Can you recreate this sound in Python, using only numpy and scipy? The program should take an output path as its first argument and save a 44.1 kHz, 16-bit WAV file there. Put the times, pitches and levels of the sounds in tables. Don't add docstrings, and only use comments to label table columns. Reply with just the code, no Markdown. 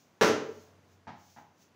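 import sys
import numpy as np
from scipy import signal
from scipy.fft import rfft, irfft
from scipy.io import wavfile
from scipy.ndimage import uniform_filter1d

SR = 44100
rng = np.random.default_rng(int(sys.argv[2]) if len(sys.argv) > 2 else 0)


def waveform_to_disk(signal):
    frames = np.transpose(np.atleast_2d(signal))
    scaled = np.clip(frames, -1, 1) * 32767
    samples = np.round(scaled).astype(np.int16)
    wavfile.write(sys.argv[1], SR, samples)


N = 77175
T = np.arange(N) / SR
BIN_HZ = np.arange(N // 2 + 1) * SR / N


def from_db(db):
    return 10 ** (np.asarray(db) / 20)


def at_hz(points, hz):
    freqs, values = np.transpose(points)
    return np.interp(np.log(np.maximum(hz, 1)), np.log(freqs), values)


def level_curve(points):
    return from_db(np.interp(T, *np.transpose(points)))


def delayed(x, delay_s):
    return np.concatenate([np.zeros(int(delay_s * SR)), x])[:N]


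def ring(modes):
    return sum(from_db(db - 60 * T / t60_s) * np.sin(2 * np.pi * hz * T) for hz, db, t60_s in modes)


def resonance(modes, build_s):
    return ring(modes) * (1 - np.exp(-T / build_s))


def with_slaps(x, slaps):
    return x + sum(from_db(db) * delayed(x, delay_s) for delay_s, db in slaps)


def noise(spectrum):
    white = rfft(rng.standard_normal(N))
    return irfft(white * from_db(at_hz(spectrum, BIN_HZ)), N) * np.sqrt(SR / 2)


# (frequency [Hz], density [dB/Hz])
RUMBLE_SPECTRUM = [(25, -103), (55, -106), (90, -94), (160, -91.5), (280, -94.5), (450, -99), (900, -101),
                   (2000, -108), (4000, -115), (6500, -116), (8500, -127), (15000, -128)]
# (time [s], level [dB])
RUMBLE_ENVELOPE = [(0, -1), (.2, 1), (.7, 3.5), (1.05, -0.5), (1.35, -4), (1.75, 1)]
def rumble():
    return level_curve(RUMBLE_ENVELOPE) * noise(RUMBLE_SPECTRUM)


# (time [s], level [dB])
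HUM_ENVELOPE = [(0, -18.5), (.4, 1.5), (1.1, 5), (1.45, -2.5), (1.75, -7.5)]
def hum(hz=92.9, base_db=-67.5, waver_db=1.5):
    waver = np.interp(T, np.linspace(0, T[-1], 14), rng.standard_normal(14))
    return level_curve(HUM_ENVELOPE) * from_db(base_db + waver_db * waver) * np.sin(2 * np.pi * hz * T)


# (frequency [Hz], density [dB/Hz])
HISS_SPECTRUM = [(1000, -125), (2500, -109), (4500, -107), (6300, -100), (7200, -107), (8300, -119),
                 (13500, -119), (15200, -107)]
# (time [s], level [dB])
HISS_ENVELOPE = [(0, -1.5), (.16, -17.5), (.42, -5), (.63, 1.5), (.8, -24), (.93, -5.5), (1.06, -37),
                 (1.2, -2.5), (1.3, 0.5), (1.39, -1.5), (1.45, -11), (1.53, -18), (1.625, 1.5),
                 (1.69, -12.5), (1.75, -38)]
def hiss():
    return level_curve(HISS_ENVELOPE) * noise(HISS_SPECTRUM)


# (frequency [Hz], T60 [s])
YARD_DECAY = [(90, 0.45), (250, 0.52), (450, 0.6), (1000, 0.53), (3000, .5), (6000, 0.44), (10000, 0.31),
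              (15000, 0.22)]
def reverb(spectrum, build_s, hold_s, sag_db_per_s):
    flutter_s, flutter_gain = 0.037, 0.27
    source = rfft(noise(spectrum)) * (1 + flutter_gain * np.exp(-2j * np.pi * BIN_HZ * flutter_s))
    edges_hz = np.geomspace(22, 18000, 17)
    held_s = np.minimum(T, hold_s)
    tail = np.zeros(N)
    for low, high in zip(edges_hz, edges_hz[1:]):
        band = irfft(source * (BIN_HZ >= low) * (BIN_HZ < high), N)
        window_s = max(3 / (high - low), 0.008)
        power = uniform_filter1d(band ** 2, size=int(window_s * SR), mode="wrap")
        levelled = band * band.std() / np.sqrt(power + 1e-24)
        t60_s = at_hz(YARD_DECAY, np.sqrt(low * high))
        tail += levelled * from_db(-sag_db_per_s * held_s - 60 * (T - held_s) / t60_s)
    return tail * (1 - np.exp(-(T / build_s) ** 2))


# (frequency [Hz], level [dB], T60 [s])
POP_MODES = [(903, -42.5, 0.04), (1240, -51.5, 0.045), (1630, -47.5, 0.015)]
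# (delay [s], level [dB])
POP_SLAPS = [(.0128, 3), (.0218, 3), (.0352, 1.5)]
# (frequency [Hz], level [dB], T60 [s])
BALL_FLOOR_MODES = [(233, -48, 0.23), (712, -52.5, 0.48), (892.4, -46, 0.23), (973, -49, 0.16),
                    (1540, -67, 0.17)]
# (frequency [Hz], density [dB/Hz])
POP_REVERB = [(300, -95), (520, -86.5), (690, -77), (970, -72.5), (1130, -84.5), (1800, -84), (3000, -93.5),
              (6200, -99), (8500, -114), (15000, -116)]
# (frequency [Hz], density [dB/Hz])
THUD_REVERB = [(40, -96), (100, -73), (160, -71.5), (240, -72), (330, -79), (500, -97.5), (1500, -130)]
def bounce(thud_db, cutoff_hz, linger_hz, linger_db):
    pop = with_slaps(ring(POP_MODES), POP_SLAPS)
    body = resonance(BALL_FLOOR_MODES, build_s=0.008)
    linger = resonance([(linger_hz, linger_db, 0.37)], build_s=0.041)
    shape = dict(build_s=0.004, hold_s=0.024, sag_db_per_s=62)
    tail = reverb(POP_REVERB, **shape)
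    thud = from_db(thud_db) * reverb(THUD_REVERB, **shape)
    lowpass = signal.butter(2, cutoff_hz, fs=SR, output="sos")
    return signal.sosfilt(lowpass, pop + body + linger + tail + thud)


# (time [s], level [dB], thud [dB], cutoff [Hz], lingering tone [Hz], tone level [dB])
LANDINGS = [(1.07, 0, -0.5, 5600, 834, -43), (1.3635, -7.5, -2, 3850, 835, -40.5)]
def ball_bounces():
    return sum(from_db(db) * delayed(bounce(*timbre), time_s) for time_s, db, *timbre in LANDINGS)


# (delay [s], level [dB])
TONE_SWELLS = [(.043, -21), (.080, -20), (0.154, -30.5), (.199, -28.5), (.236, -36.5), (.266, -31.5),
               (0.286, -40), (.348, -43.5)]
def low_tone_swells(hz=432.3, swell_s=0.037):
    window = np.sin(np.pi * np.minimum(T / swell_s, 1)) ** 2
    swell = window * np.sin(2 * np.pi * hz * T)
    return sum(from_db(db) * delayed(swell, delay_s) for delay_s, db in TONE_SWELLS)


# (frequency [Hz], level [dB], T60 [s])
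BAT_BODY_MODES = [(299, -31, 0.019), (444, -20.5, .05), (746, -31.5, .03), (1240, -31.5, 0.0095),
                  (1622, -14, .015)]
# (frequency [Hz], level [dB], T60 [s])
CONTACT_MODES = [(1525, -5, 0.0034), (3150, -14, 0.0013), (6000, -32, 0.0013), (15000, -24.5, .001)]
# (delay [s], level [dB])
CRACK_SLAPS = [(.0046, -9.5), (.0087, -2.5), (0.0129, -5.5), (0.0148, -2.5), (0.0182, -3), (0.0233, 1.5),
               (0.0355, -1)]
# (frequency [Hz], level [dB], T60 [s])
YARD_TONES = [(97.6, -42, 0.91), (145, -37, 0.72), (233, -27.5, 0.64), (298.8, -26, 0.53),
              (434.5, -31, 0.81), (443.5, -24, 0.53), (526, -41.5, 0.83), (584.7, -30.5, 0.68),
              (643, -35.5, 0.74), (798, -31, 0.56), (983, -35.5, 0.32), (1335, -29.5, 0.53),
              (1367, -27, .33), (1537, -32.5, 0.37), (4006, -35.5, 0.33)]
# (frequency [Hz], density [dB/Hz])
CRACK_REVERB = [(30, -67), (65, -73), (110, -58.5), (200, -55), (330, -46), (520, -49), (700, -58),
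                (1000, -55.5), (1550, -57.5), (2600, -64), (4500, -69.5), (6200, -66), (7300, -77),
                (8500, -84.5), (13000, -87.5), (15200, -86)]
def bat_stroke():
    crack = ring(BAT_BODY_MODES) - ring(CONTACT_MODES)
    tones = resonance(YARD_TONES, build_s=0.011)
    tail = reverb(CRACK_REVERB, build_s=0.002, hold_s=0.071, sag_db_per_s=58.5)
    return with_slaps(crack, CRACK_SLAPS) + tones + low_tone_swells() + tail


def scene():
    stroke = delayed(bat_stroke(), delay_s=0.2114)
    background = hum() + rumble() + hiss()
    return (stroke + background + ball_bounces())[None]


def record(dry, ceiling=0.61, low_cut_hz=75, high_cut_hz=15600):
    clipped = ceiling * np.tanh(dry / ceiling)
    highpass = signal.butter(2, low_cut_hz, "high", fs=SR, output="sos")
    lowpass = signal.ellip(10, 0.2, 70, high_cut_hz, fs=SR, output="sos")
    return signal.sosfilt(lowpass, signal.sosfilt(highpass, clipped))


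dry = scene()
out = record(dry)
waveform_to_disk(out)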